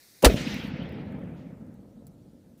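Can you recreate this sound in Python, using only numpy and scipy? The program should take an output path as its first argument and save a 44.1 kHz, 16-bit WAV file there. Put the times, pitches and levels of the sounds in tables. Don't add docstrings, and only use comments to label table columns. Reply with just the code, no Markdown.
import sys
import numpy as np
from scipy import signal
from scipy.fft import rfft, irfft, next_fast_len
from scipy.io import wavfile
from scipy.ndimage import uniform_filter1d

SR = 44100
rng = np.random.default_rng(int(sys.argv[2]) if len(sys.argv) > 2 else 0)


def natural_amplitude(level_db):
    exponent = np.asarray(level_db, float) / 20
    return 10 ** exponent


def log_audio(samples):
    frames = np.atleast_2d(samples).T
    limited = np.clip(frames, -1, 1)
    pcm = np.round(limited * 32767).astype(np.int16)
    wavfile.write(sys.argv[1], SR, pcm)


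N = 114660


def noise():
    return rng.standard_normal(N)


def unit(x):
    return x / np.sqrt(np.mean(x ** 2) + 1e-20)


def along(points, hz):
    f, v = np.transpose(points)
    return np.interp(np.log(hz + 1), np.log(f + 1), v)


def level(rows):
    s, db = np.transpose(rows)
    return natural_amplitude(np.interp(np.arange(N) / SR, s, db, left=-150))


def colour(x, spectrum):
    m = next_fast_len(N + 8192)
    gain = natural_amplitude(along(spectrum, np.fft.rfftfreq(m, 1 / SR)))
    return unit(irfft(rfft(x, m) * gain, m)[:N])


def patchy(x, patchy_db, air=((1, 0),), from_s=0):
    hz, t, z = signal.stft(x, SR, nperseg=512)
    field = rng.standard_normal(z.shape)
    field = uniform_filter1d(field, size=6, axis=0)
    field = unit(uniform_filter1d(field, size=6, axis=1))
    loss_db = along(air, hz)[:, None] * np.clip(t - from_s, -.08, None)
    return signal.istft(z * natural_amplitude(patchy_db * field - loss_db), SR, nperseg=512)[1][:N]


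def add(out, s, piece):
    part = out[round(s * SR):][:len(piece)]
    part += piece[:len(part)]


def fuse():
    # f/Hz, level/dB per Hz
    fuse_tone = [(40, -12), (100, -1.5), (400, -4), (900, -11), (1900, -5), (4400, -3.5), (6500, -7.5),
                 (15700, -8.5)]
    # f/Hz, width/Hz, depth/dB
    ground_dips = [(1288.3, 350, 5.5), (2988, 560, 11.5), (7366, 540, 3.5), (10615, 170, 11),
                   (13500, 300, 13)]
    level_db, end_s = -56.5, .224
    spectrum = rfft(colour(noise(), fuse_tone))
    f = np.fft.rfftfreq(N, 1 / SR)
    dips_db = sum(db * np.exp(-((f - hz) / w) ** 2) for hz, w, db in ground_dips)
    hiss = unit(patchy(irfft(spectrum * natural_amplitude(-dips_db), N), 0.95))
    return hiss * natural_amplitude(level_db) * (np.arange(N) / SR < end_s)


def shudder():
    # t/s, level/dB
    shudder_level = [
        (.2225, -41.5),
        (.231, -27),
        (.234, -32),
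        (.240, -16),
        (.246, -18),
        (.25, -62.5),
        (.26, -120),
    ]
    # f/Hz, level/dB per Hz
    shudder_tone = [(100, -20.5), (300, 1), (900, -0.5), (1700, -26), (2900, -14.5), (4200, -38.5),
                    (15700, -43.5)]
    return colour(noise(), shudder_tone) * level(shudder_level)


def priming():
    # t/s, level/dB
    spits = [
        (0.223, -34.5),
        (0.2256, -31.5),
        (0.2278, -25),
        (0.2342, -33),
    ]
    t60_s = .014
    out, t = np.zeros(N), np.arange(SR // 2) / SR
    for s, db in spits:
        add(out, s, natural_amplitude(db - 60 * t / t60_s) * rng.standard_normal(len(t)))
    return out


def vent():
    # t/s, level/dB
    vent_level = [
        (.2245, -46.5),
        (.245, -52.5),
        (.268, -41.5),
        (.31, -49),
        (.42, -58),
        (.445, -67),
        (.48, -58),
        (.68, -65),
        (.73, -84),
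    ]
    # f/Hz, level/dB per Hz
    vent_tone = [(2000, -21), (6000, -3.5), (10000, 0.5), (15700, 3)]
    return patchy(colour(noise(), vent_tone), 1.4) * level(vent_level)


def ringing():
    # t/s, f/Hz, level/dB, rise/s, t60/s
    rings = [(.2300, 310, -14.5, 0.0023, 0.036), (0.2344, 2920, -24, .002, .03),
             (.2372, 520, -4, 0.002, .03), (.2402, 250, -0.5, .002, 0.038), (.2585, 54, 1, 0.0063, 0.11),
             (.2590, 680, -12, .002, .05), (.2645, 476.5, -9.5, .002, .07), (0.283, 1490, -23.5, .002, .03),
             (.2885, 230, -12.5, 0.0026, .05), (0.2947, 421, -16, 0.0017, .06),
             (.2965, 645, -17, .003, 0.052), (0.3, 420, -11.5, 0.0014, 0.017),
             (.340, 573, -19, 0.0022, 0.03), (.3420, 160, -1, .002, 0.017)]
    out, t = np.zeros(N), np.arange(SR // 2) / SR
    for s, hz, db, rise, t60 in rings:
        swell = 1 - np.exp(-(t / rise) ** 2)
        add(out, s, natural_amplitude(db - 60 * t / t60) * swell * np.sin(2 * np.pi * hz * t))
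    return out


def blast():
    # f/Hz, level/dB per Hz
    front_tone = [(120, -30), (300, -6), (800, 0), (1500, -10.5), (2800, -10), (3900, -8), (6000, -12),
                  (15700, -20)]
    # f/Hz, level/dB per Hz
    roll_tone = [(150, -30.5), (250, 6), (2590, -17), (3660, -20.5), (4830, -28), (5750, -25.5),
                 (6380, -33.5), (15700, -39)]
    front_s, front_db, front_hold_s, sag_db, front_t60_s = .2461, -8.5, 0.01, 3, 0.061
    roll_s, roll_db, roll_hold_s, roll_rise_s, roll_t60_s = .255, -14.5, .014, 0.0014, 0.039
    out, t = np.zeros(N), np.arange(SR // 2) / SR

    fall_db = sag_db * np.minimum(t / front_hold_s, 1)
    fall_db = fall_db + 60 * np.maximum(t - front_hold_s, 0) / front_t60_s
    add(out, front_s, natural_amplitude(front_db - fall_db) * colour(noise(), front_tone)[:len(t)])

    roll = natural_amplitude(roll_db - 60 * np.maximum(t - roll_hold_s, 0) / roll_t60_s)
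    roll = roll * (1 - np.exp(-t / roll_rise_s))
    add(out, roll_s, roll * colour(noise(), roll_tone)[:len(t)])
    return out


def trunks():
    # t/s, level/dB
    trunk_level = [(.27, -43), (.29, -27.5), (.44, -34.5), (.6, -36.5), (.71, -38.5), (.8, -36),
                   (1.15, -37), (1.7, -46.5), (2.6, -54)]
    # f/Hz, level/dB per Hz
    trunk_tone = [(18, -55.5), (30, -18), (59, -6.5), (199, 1.5), (256, -0.5), (386, -12.5), (529, -11),
                  (1180, -34.5), (1300, -28.5), (1690, -55), (2860, -120)]
    # f/Hz, loss/dB per s
    trunk_air = [(100, 0.5), (400, 0.5), (1000, 1.5)]
    hits_per_s, scatter_db, blur = 600, 3, .9
    chance, side, size = rng.random((3, N))
    hits = (chance < hits_per_s / SR) * np.sign(side - .5)
    hits = hits * natural_amplitude(-scatter_db * np.log(size + .06))
    hits = unit(hits) + blur * noise()
    return patchy(colour(hits, trunk_tone), 0.43, trunk_air, 0.75) * level(trunk_level)


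def foliage():
    # t/s, level/dB
    leaf_level = [(.27, -52), (.30, -35.5), (.357, -46), (.37, -37.5), (.44, -40.5), (.53, -38), (.68, -47),
                  (1.02, -53.5), (2.2, -92.5)]
    # f/Hz, level/dB per Hz
    leaf_tone = [(600, -23), (800, -3.5), (1150, -7.5), (2100, 1), (3300, -2.5), (6000, -12), (9000, -27),
                 (13000, -47)]
    # f/Hz, loss/dB per s
    leaf_air = [(1500, -9), (3000, 5.5), (5000, 21.5), (7000, 50), (10000, 120)]
    return patchy(colour(noise(), leaf_tone), 2.2, leaf_air, 0.51) * level(leaf_level) * natural_amplitude(-0.5)


def debris():
    # t/s, peak level/dB, thinness/0-1
    ticks = [(0.3381, -40, 0.7), (0.5435, -38, 0.8), (0.6409, -48, 0.8), (0.674, -49.5, 0.6),
             (0.6856, -53.5, 0.78), (0.7714, -63, 0.8), (0.8334, -61, 0.7), (0.8934, -53, 0.9),
             (0.9243, -55, 0.8), (1.1239, -60, 0.73), (1.1927, -60.5, 0.68), (1.2393, -60.5, 0.8),
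             (1.3502, -67.5, 0.81), (1.6674, -62, 0.7), (1.7425, -57.5, 0.7), (2.0688, -40, 0.6)]
    # t/s, level/dB, length/s
    rustles = [
        (1.11, -79, .025),
        (2.0705, -62, .010),
        (2.576, -69, .03),
    ]
    twig_s, twig_db, twig_hz, twig_t60_s = 2.0686, -53, 1100, .008
    out, t = np.zeros(N), np.arange(SR // 10) / SR
    for s, db, thin in ticks:
        hiss = rng.standard_normal(len(t) + 1)
        hiss = hiss[1:] - np.clip(thin, 0, 1) * hiss[:-1]
        add(out, s, natural_amplitude(db + 0.5 - 60 * t / 0.0037) * hiss)
    add(out, twig_s, natural_amplitude(twig_db - 60 * t / twig_t60_s) * np.sin(2 * np.pi * twig_hz * t))
    for s, db, length in rustles:
        fade = natural_amplitude(db - 60 * np.maximum(t - length, 0) / 0.013)
        add(out, s, fade * signal.lfilter([1, -.6], 1, rng.standard_normal(len(t))))
    return out


def thuds():
    # t/s, peak level/dB, f/Hz
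    thud_echoes = [(0.406, -36, 180), (0.474, -20, 233), (0.566, -24.5, 231), (0.65, -26.5, 220),
                   (0.742, -23.5, 168), (0.779, -51, 220), (0.796, -25.5, 200), (0.823, -25.5, 163.5),
                   (1.155, -31.5, 197.5), (1.495, -40, 200), (1.626, -37.5, 184), (2.003, -44.5, 198.9),
                   (2.1, -48, 197.4), (2.54, -45.5, 201.5)]
    cycles = 0.95
    out, t = np.zeros(N), np.arange(-2000, 2000) / SR
    for s, db, hz in thud_echoes:
        pulse = np.exp(-(t * hz / cycles) ** 2) * np.cos(2 * np.pi * hz * t)
        add(out, s + t[0], -natural_amplitude(db) * pulse)
    return out


def clearing_air():
    # f/Hz, level/dB per Hz
    floor_tone = [(880, -52), (1500, 1), (2240, 1), (2550, 0), (4420, 1.5), (5020, -1), (8290, -2),
                  (15700, -6.5)]
    # t/s, level/dB
    gain_back = [
        (.7, -83),
        (1, -78.5),
        (1.8, -76),
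        (2.6, -75),
    ]
    return patchy(colour(noise(), floor_tone), 1.9) * level(gain_back)


def far_edge():
    # f/Hz, level/dB per Hz
    far_tone = [(1800, -34), (2800, -10), (4500, -17), (7000, -25), (9000, -40)]
    start_s, level_db, rise_s, t60_s = 1.362, -65.5, 0.01, 0.57
    out, t = np.zeros(N), np.arange(SR) / SR
    swell = natural_amplitude(level_db - 60 * t / t60_s) * (1 - np.exp(-t / rise_s))
    add(out, start_s, swell * colour(noise(), far_tone)[:SR])
    return out


def scene():
    cannon = fuse() + shudder() + priming() + vent() + ringing() + blast()
    echoes = trunks() + foliage() + thuds() + far_edge()
    return (cannon + echoes + debris() + clearing_air())[None]


def low_pass(x):
    return signal.sosfilt(signal.butter(12, 16660, fs=SR, output="sos"), x)


def record(dry):
    clip_top, clip_hard = .7, 6
    top_hz, top_width_hz = 15600, 70
    x = dry / (1 + np.abs(dry / clip_top) ** clip_hard) ** (1 / clip_hard)
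    f = np.fft.rfftfreq(N, 1 / SR)
    band = (1 - np.tanh((f - top_hz) / top_width_hz)) / 2
    return low_pass(irfft(rfft(x) * band, N))


dry = scene()
out = record(dry)
log_audio(out)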